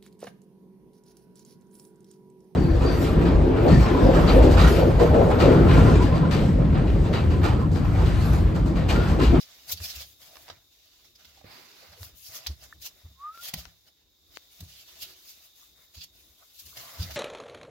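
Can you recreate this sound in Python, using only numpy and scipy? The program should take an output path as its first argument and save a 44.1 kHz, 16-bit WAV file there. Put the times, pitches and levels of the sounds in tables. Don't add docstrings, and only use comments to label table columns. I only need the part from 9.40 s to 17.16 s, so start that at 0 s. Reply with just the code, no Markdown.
import sys
import numpy as np
from scipy import signal
from scipy.fft import rfft, irfft, next_fast_len
from scipy.io import wavfile
from scipy.ndimage import uniform_filter1d

SR = 44100
rng = np.random.default_rng(int(sys.argv[2]) if len(sys.argv) > 2 else 0)


def store_wav(level_fs):
    pcm = np.round(np.clip(np.atleast_2d(level_fs), -1, 1) * 32767)
    wavfile.write(sys.argv[1], SR, pcm.T.astype(np.int16))


N = 342216
TIME = np.arange(N) / SR

# frequency in Hz, density in dB per Hz.
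CLOTH_SPECTRUM = [(1500, -12.5), (2050, -8.5), (2450, -2.5), (3300, 1), (4200, 0.5), (5200, 0), (6300, -3),
                  (7300, -6), (8300, -15), (10000, -53)]
# time in seconds, level in dB.
HISS_LEVEL = [(0, -63.5), (1.5, -70), (2.5, -69), (3.7, -67.5), (4.4, -70), (4.65, -75.5), (5.0, -66),
              (6.3, -66.5), (7.0, -69.5), (7.76, -59.5)]


def from_db(db):
    return 10 ** (np.asarray(db) / 20)


def rms_one(x):
    return x / np.sqrt(np.mean(x ** 2) + 1e-20)


def in_time(rows):
    s, *columns = np.transpose(rows)
    return [np.interp(TIME, s, c) for c in columns]


def panned(pan_db):
    gains = from_db([[pan_db / 2], [-pan_db / 2]])
    return gains / gains.mean()


def drift(per_s):
    knots = rng.standard_normal(N // 4)
    return rms_one(np.interp(TIME * per_s, np.arange(len(knots)), knots))


def coloured(x, spectrum):
    size = next_fast_len(N)
    hz, db = np.transpose(spectrum)
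    octave = np.log2(np.maximum(np.arange(size // 2 + 1) * SR / size, 1))
    beyond = np.abs(octave - np.clip(octave, np.log2(hz[0]), np.log2(hz[-1])))
    gain = from_db(np.interp(octave, np.log2(hz), db) - 30 * beyond)
    return irfft(rfft(x, size) * gain, size)[..., :N]


def stereo_noise(alike):
    mid, side = rng.standard_normal((2, N))
    alike = np.clip(alike, -.9, .99)
    return np.sqrt(1 + alike) * mid + np.sqrt(1 - alike) * side * [[1], [-1]]


def patchy(x, patch_db):
    frames = signal.stft(x, nperseg=512)[2]
    patches = rng.standard_normal(frames.shape[1:])
    patches = uniform_filter1d(patches, size=4, axis=0)
    patches = uniform_filter1d(patches, size=5, axis=1)
    return signal.istft(frames * from_db(patch_db * rms_one(patches)))[1][:, :N]


def friction(spectrum, alike, grain_db, patch_db, pan_db):
    slips = from_db(grain_db * (drift(1500) + 0.44 * drift(170)))
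    grains = patchy(stereo_noise(alike) * slips, patch_db)
    sound = coloured(grains, spectrum) * panned(pan_db)
    return sound / np.std(sound.mean(0))


def resonance(x, hz, width_hz):
    r = np.exp(-np.pi * width_hz / SR)
    zeros = np.array([1, 0, -1]) * (1 - r * r) / 2
    poles = [1, -2 * r * np.cos(2 * np.pi * hz / SR), r * r]
    return signal.lfilter(zeros, poles, x + 1e-18)


def swell(s, rise, fall):
    span = slice(max(0, int((s - 4 * rise) * SR)), min(N, int((s + 5 * fall) * SR)))
    t = TIME[span] - s
    return span, 1 / np.cosh(1.41 * t / np.where(t < 0, rise, fall)) ** 1.48


def impulse(s):
    return 1.0 * (np.arange(N) == int(s * SR))


def background():
    # frequency in Hz, density in dB per Hz.
    hiss_spectrum = [(200, -14), (1000, -14.5), (2900, -29), (3350, -6), (3700, 1.5), (4250, -7),
                     (5100, -4), (5800, -8.5), (7200, -8.5), (8400, -26), (15000, -8)]
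    rumble_spectrum = [(20, -22), (40, -6), (70, 3.5), (120, -11), (220, -14), (350, -9), (600, -21.5),
                       (1200, -42)]
    hiss = friction(hiss_spectrum, alike=0.076, grain_db=1.5, patch_db=.5, pan_db=0.5)
    sizzle = resonance(stereo_noise(alike=0.074), hz=3700, width_hz=360)
    sizzle = resonance(sizzle, hz=3700, width_hz=360)
    rumble = rms_one(coloured(stereo_noise(alike=0.83), rumble_spectrum))
    rumble = from_db(-73 + 3.25 * drift(9)) * rumble
    hiss_gain = from_db(in_time(HISS_LEVEL)[0])
    return hiss_gain * (hiss + from_db(-1.0) * rms_one(sizzle)) + rumble


def reflections(x, t60, wet_db):
    t = TIME[:SR // 2]
    tail = rng.standard_normal((2, len(t))) * from_db(-60 * t / t60) * (t > .003)
    tail = signal.sosfilt(signal.butter(1, 6000, fs=SR, output="sos"), tail)
    tail = tail / np.sqrt(np.sum(tail[0] ** 2))
    return x + from_db(wet_db) * signal.fftconvolve(x, tail, axes=1)[:, :N]


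def creaks_and_whimpers():
    # crest in seconds, level in dB, pitch in Hz, half length in seconds.
    note_rows = [ (0.94, -63.5, 636, 0.1), (1.808, -65, 1390, 0.018), (1.976, -65, 750, 0.016),
                 (2.191, -58.5, 364, 0.02), (2.322, -66, 375, 0.062), (2.433, -57.5, 543, 0.024),
                 (2.587, -59, 470, .018), (4.14, -48, 660, .007), (4.183, -58, 690, .03),
                 (5.687, -68.5, 352, 0.14), (6.231, -67, 1170, .018), (7.025, -61, 685, .012),
                 (7.028, -60, 1210, .012), (7.329, -64, 1250, .013), (7.483, -57.5, 1090, 0.12),
                 (7.71, -55.5, 576, 0.027)]
    out, noise = np.zeros((2, N)), stereo_noise(alike=0.54) * panned(pan_db=-2.0)
    for s, db, hz, half in note_rows:
        span, envelope = swell(s, half, half)
        width_hz = 0.22 * hz
        note = resonance(resonance(noise[:, span], hz, 2 * width_hz), hz, width_hz)
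        out[:, span] += from_db(db) * envelope * rms_one(note)
    return out


def slide():
    # time in seconds, level in dB.
    slide_level = [(2.0, -91), (2.06, -57.5), (2.13, -51.5), (2.22, -56), (2.3, -61.5), (2.43, -58.5),
                   (2.5, -66), (2.58, -83)]
    # frequency in Hz, density in dB per Hz.
    wall_spectrum = [(100, -9), (250, -4.5), (500, -6.5), (800, -5), (1500, -5), (2300, -3.5), (3300, -10),
                     (4800, -3), (5700, -20), (8500, -24.5), (14000, -15.5)]
    drag = friction(wall_spectrum, alike=0.22, grain_db=1.4, patch_db=1.5, pan_db=-3.5)
    return from_db(in_time(slide_level)[0]) * drag


def smack(s):
    # frequency in Hz, t60 in seconds, level before the last filter in dB.
    mouth_modes = [(1250, 0.0083, -32), (1790, 0.025, -36)]
    t = np.clip(TIME - s, 0, .1)
    rings = np.zeros(N)
    for k, (hz, t60, db) in enumerate(mouth_modes):
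        rings += (-1) ** k * from_db(db - 60 * t / t60) * np.sin(2 * np.pi * hz * t)
    return resonance(rings, hz=1550, width_hz=820)


def snap(s, peak_db):
    crack = resonance(impulse(s), hz=1540, width_hz=5300)
    body = resonance(resonance(impulse(s), hz=450, width_hz=660), hz=450, width_hz=660)
    pulse = resonance(crack, hz=700, width_hz=980) + .5 * body
    return from_db(peak_db) * panned(pan_db=27) * pulse / np.abs(pulse).max()


def ticks():
    # start in seconds, level in dB, ring in Hz, crack in dB re ring, left over right in dB.
    tick_rows = [ (0.403, -36.5, 1720, -2, -14), (0.956, -44.5, 1000, 8, -7), (0.969, -44.5, 875, 10.5, -4),
                 (1.0816, -43.5, 700, 6.5, -6), (1.088, -42.5, 756, 6, -3), (1.1002, -38, 700, 8, -3),
                 (1.848, -43, 3500, -1, -6), (2.012, -47, 584, -13, -14), (2.042, -42, 490, -16, -24),
                 (2.631, -28, 4200, -1, -13), (3.064, -25, 2620, 1.5, 5), (3.2392, -29, 7270, -18, 10),
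                 (3.975, -38, 1100, -2, 8), (4.1385, -21, 2550, -13, 0), (4.2541, -40, 1500, 7.5, 17),
                 (6.547, -43, 4000, 0, 0)]
    # frequency in Hz, level in dB.
    crack_spectrum = [(280, -18), (550, 1.5), (1200, 0), (2500, -0.5), (4300, 0.5), (5600, 3), (6800, -22)]
    out, t = np.zeros((2, N)), TIME[:SR // 10]
    splinters = rms_one(coloured(stereo_noise(alike=.3), crack_spectrum))
    for s, db, hz, crack_db, pan_db in tick_rows:
        t60 = 27 / hz
        span = slice(int(s * SR), int(s * SR) + len(t))
        grit = rng.standard_normal((2, len(t)))
        rough = rms_one(resonance(grit + grit[::-1] / 2, hz, hz * 0.59))
        ring = 0.54 * np.sin(2 * np.pi * hz * t) * from_db(-90 * t / t60)
        ring = ring + 0.41 * rough * from_db(-60 * t / t60)
        crack = 0.52 * splinters[:, span] * from_db(crack_db - 130 * t / t60)
        out[:, span] += from_db(db) * panned(pan_db) * (resonance(ring, hz, hz * 2) + crack)
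    return out


def bumps():
    # crest in seconds, peak of the swing in dB, pitch in Hz, length in seconds.
    bump_rows = [ (0.343, -40, 82, 0.041), (0.417, -32.5, 80.4, 0.031), (0.576, -42, 67, 0.048),
                 (1.123, -53, 86.5, 0.035), (1.88, -56.5, 75, .03), (2.046, -42, 180, 0.0036),
                 (2.058, -51, 101, .04), (2.508, -54, 81, 0.058), (2.619, -36.5, 90, 0.029),
                 (2.669, -47, 85, 0.023), (2.74, -49.5, 62.6, 0.027), (2.896, -51, 89, .02),
                 (3.105, -28, 70.4, 0.046), (3.242, -55, 64.6, 0.12), (3.361, -50.5, 72.5, 0.032),
                 (3.658, -37, 80, 0.027), (3.712, -52, 71, 0.025), (4.141, -31.5, 152, 0.007),
                 (4.161, -39, 168, 0.022), (4.187, -38, 65.6, 0.04), (4.272, -46, 64, 0.021),
                 (5.215, -46.5, 167, .025), (5.233, -35.5, 85, 0.028), (5.631, -60.5, 84, .045),
                 (6.58, -41, 76.4, 0.023), (7.271, -52.5, 78.6, 0.053), (7.608, -22, 82, 0.025),
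                 (7.632, -44.5, 175, 0.066), (7.649, -39.5, 90, 0.096), (7.722, -43, 76, 0.076)]
    # frequency in Hz, t60 in seconds, level in dB.
    box_modes = [(67.4, 0.61, 2.5), (100.4, 0.6, -2), (132.8, 0.26, -5), (169.4, 0.35, -3),
                 (239, 0.12, -15), (307, 0.066, -35)]
    rise_share = .43
    usual_bump_db, drive_db, drive_slope = -37, -59.5, 0.61
    swing, shake = np.zeros(N), np.zeros(N)
    for s, db, hz, length in bump_rows:
        span, push = swell(s, rise_share * length, (1 - rise_share) * length)
        swing[span] += from_db(db) * push * np.cos(2 * np.pi * hz * (TIME[span] - s))
        shake[span] += from_db(drive_db + drive_slope * (db - usual_bump_db)) * push
    shake = shake * stereo_noise(alike=0.83)
    for hz, t60, db in box_modes:
        width_hz = np.log(1000) / (np.pi * t60)
        evened = np.sqrt(SR / (np.pi * width_hz))
        swing = swing + from_db(db) * evened * resonance(shake, hz, width_hz)
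    return swing


def squeak():
    # time in seconds, pitch in Hz, tone level in dB rms.
    squeak_curve = [(3.765, 1032, -77), (3.809, 1117, -49), (3.849, 1198, -36.5), (3.895, 1252, -38),
                    (3.925, 1314, -51), (3.937, 1280, -57), (3.947, 1371, -47), (3.969, 1350, -55),
                    (3.999, 1380, -47), (4.035, 1457, -66)]
    fade_db_per_s, jitter_share, shimmer_db = 600, .004, .4
    hz, db = in_time(squeak_curve)
    outside_s = np.abs(TIME - np.clip(TIME, squeak_curve[0][0], squeak_curve[-1][0]))
    effort = from_db(db - fade_db_per_s * outside_s + shimmer_db * drift(100))
    phase = 2 * np.pi * np.cumsum(hz * (1 + jitter_share * drift(200))) / SR
    phase = phase + np.array([[-.2], [.2]])
    air = from_db(-25.5) * rms_one(resonance(stereo_noise(alike=0.6), hz=1280, width_hz=560))
    return np.sqrt(2) * effort * np.sin(phase) + np.sqrt(effort * effort.max()) * air


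def snags(per_s):
    snaps = (rng.random(N) < per_s / SR) * from_db(5 * np.minimum(rng.exponential(1, N), 3))
    return rms_one(coloured(snaps * stereo_noise(alike=0.2), CLOTH_SPECTRUM))


def rub(start, length):
    attack_s, release_db_per_s = 0.034, 187
    attack = np.clip((TIME - start) / attack_s, 0, 1)
    return attack * from_db(-release_db_per_s * np.clip(TIME - start - length, 0, 1))


def rubbed_cloth():
    # frequency in Hz, width in Hz, level in dB.
    card_rings = [(2660, 59, -4.5), (2910, 130, -9), (4250, 74, -9), (4750, 110, -2.5), (5040, 37, -10),
                  (5120, 45, -9), (5820, 39, -3)]
    cloth = friction(CLOTH_SPECTRUM, alike=0.02, grain_db=1.5, patch_db=2.5, pan_db=-4.0)
    cloth = cloth + from_db(-23.5) * snags(per_s=370)
    cloth = cloth + sum(from_db(db) * resonance(cloth, hz, width) for hz, width, db in card_rings)
    return cloth / np.std(cloth.mean(0))


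def rustle():
    # frequency in Hz, density in dB per Hz.
    card_spectrum = [(120, 5), (200, -3), (400, -5), (650, 6.5), (900, -1), (1200, 2), (1700, 0.5),
                     (2200, 3), (3000, -25)]
    fibre_spectrum = [(6500, -1.5), (8400, -11), (10000, -5), (12500, -0.5), (15000, 0), (17000, -7)]
    # start and length in seconds, cloth in dB, card and fizz in dB re cloth.
    rub_rows = [ (0.0, 0.26, -61, -7.5, -4), (0.385, 0.23, -48, -11.5, -3), (0.636, 0.05, -70, -21, 12.5),
                (0.785, 0.26, -61.5, -4, 2.5), (1.043, 0.077, -62, 2, -13), (1.296, 0.38, -67, -11, -4.5),
                (1.767, 0.23, -63, -6.5, -6.5), (2.082, 0.34, -61, -20, -6), (2.395, 0.3, -63, -2.5, -3.5),
                (2.742, 0.21, -65.5, -23, 10), (2.876, 0.17, -58, -2.5, -4),
                (3.203, 0.14, -70.5, -2.5, 1.5), (3.467, .21, -71.5, -0.5, 1), (3.918, .08, -63.5, -3, 0),
                (3.998, 0.092, -53.5, -7, -6), (4.148, 0.096, -60, -6, -3), (4.25, .04, -69.5, -1, -12),
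                (4.55, 0.062, -74, -8, -6), (4.882, 0.13, -70.5, -1, 0), (5.091, .15, -63, -12, 0),
                (5.261, 0.15, -57, -15, -2.5), (5.448, 0.27, -57.5, -10.5, -3), (5.74, .32, -65, -9, 3),
                (6.14, 0.093, -64, -9.5, 3.5), (6.34, 0.092, -72, 3, 6.5), (6.724, 0.2, -68.5, -8, 4),
                (6.953, 0.16, -69, -7, 4.5), (7.126, 0.36, -61.5, -17, 4.5), (7.338, 0.36, -55, -1.5, 0.5)]
    # fastest moment in seconds, level in dB, length in seconds,
    # scrape centre in Hz, card and fizz in dB re scrape.
    swipe_rows = [ (0.014, -47.5, 0.06, 4730, -23, -7.5), (0.3, -42.5, 0.036, 5000, -8, 0.5),
                  (0.324, -32, 0.026, 4900, -25.5, -1), (0.379, -46.5, 0.034, 4050, -18, -9),
                  (0.45, -41, 0.042, 4700, -22, -2), (0.503, -41.5, 0.036, 4560, -24, -9),
                  (0.56, -50.5, 0.015, 3800, -18, 3.5), (0.61, -52, .05, 3900, -19, -7),
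                  (1.104, -46.5, .011, 3170, -5, -30), (1.651, -64, 0.019, 4400, -4, -4),
                  (1.759, -55.5, 0.015, 5000, -22, -14), (1.853, -54, .008, 3600, -9, -7),
                  (2.534, -59.5, 0.023, 4000, -5, -16), (2.643, -55.5, 0.071, 5000, -25, 5.5),
                  (2.871, -50.5, 0.064, 5340, -20, -7), (2.964, -44.5, 0.053, 5170, -13, -0.5),
                  (3.07, -30, 0.0094, 4050, -17.5, -9.5), (3.114, -58, 0.083, 4200, -12, -5),
                  (3.24, -55, 0.073, 6100, -8.5, -5), (3.428, -48.5, 0.029, 4060, -33, -0.5),
                  (3.463, -38, 0.035, 5700, -20, -4), (4.055, -46, 0.062, 3300, -22, 3),
                  (4.088, -44.5, 0.018, 3250, -8.5, 1), (4.14, -33, 0.0087, 3580, -14, -0.5),
                  (4.192, -47.5, 0.05, 4000, -15, -2.5), (4.479, -63, 0.034, 4000, -6, -6),
                  (4.96, -53, 0.033, 4430, -25, -10), (5.207, -44, 0.007, 4500, -18, -2),
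                  (5.63, -42, 0.037, 3400, -26, -1), (5.905, -52, 0.058, 4970, -39, -4),
                  (6.552, -54.5, 0.024, 4200, -13.5, -4), (6.579, -52.5, .036, 4250, -27, -11),
                  (6.62, -44.5, 0.039, 3700, -28, -12), (6.64, -46, 0.016, 5540, -30, -2.5),
                  (7.2, -49.5, .023, 4400, -35, -4), (7.265, -56, 0.018, 5000, -14, 2),
                  (7.373, -45, 0.012, 4100, -7, -7), (7.627, -44, 0.051, 4220, -12.5, -8),
                  (7.713, -46, 0.02, 4370, -2.5, -6), (7.755, -43.5, 0.037, 4940, -22, -6)]
    # cloth, card and fizz in dB re HISS_LEVEL.
    fidget_db = (-8, -17, -5.5)
    rise_share, jab_s = 0.63, 0.0087

    cloth = rubbed_cloth()
    card = friction(card_spectrum, alike=0.48, grain_db=2.5, patch_db=2.5, pan_db=-0.5)
    fizz = friction(fibre_spectrum, alike=0.062, grain_db=1.0, patch_db=2.5, pan_db=7.0)

    power = np.outer(from_db(fidget_db), from_db(in_time(HISS_LEVEL)[0])) ** 2
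    for start, length, db, card_db, fizz_db in rub_rows:
        gains = from_db([[db], [db + card_db], [db + fizz_db]])
        power = power + (gains * rub(start, length)) ** 2
    out = sum(layer * gain for layer, gain in zip((cloth, card, fizz), np.sqrt(power)))
    out = out * from_db(1.06 * drift(40))

    for s, db, length, hz, card_db, fizz_db in swipe_rows:
        rise = rise_share * length * length / (length + jab_s)
        span, speed = swell(s, rise, length - rise)
        band = resonance(resonance(cloth[:, span], hz, 3600), hz, 3600)
        stroke = 0.52 * cloth[:, span] + 0.56 * band
        stroke = stroke + from_db(card_db) * card[:, span] + from_db(fizz_db) * fizz[:, span]
        out[:, span] += from_db(db) * speed * stroke
    return out


def scene():
    paws = rustle() + slide() + creaks_and_whimpers() + ticks()
    reflected = reflections(paws, t60=0.12, wet_db=-13.0)
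    close = smack(s=3.326) + snap(s=4.972, peak_db=-22.5)
    return reflected + close + bumps() + squeak() + background()


def record(dry):
    cutoff_hz = 15950
    return signal.sosfilt(signal.ellip(12, .1, 70, cutoff_hz, fs=SR, output="sos"), dry)


dry = scene()
out = record(dry)
store_wav(out)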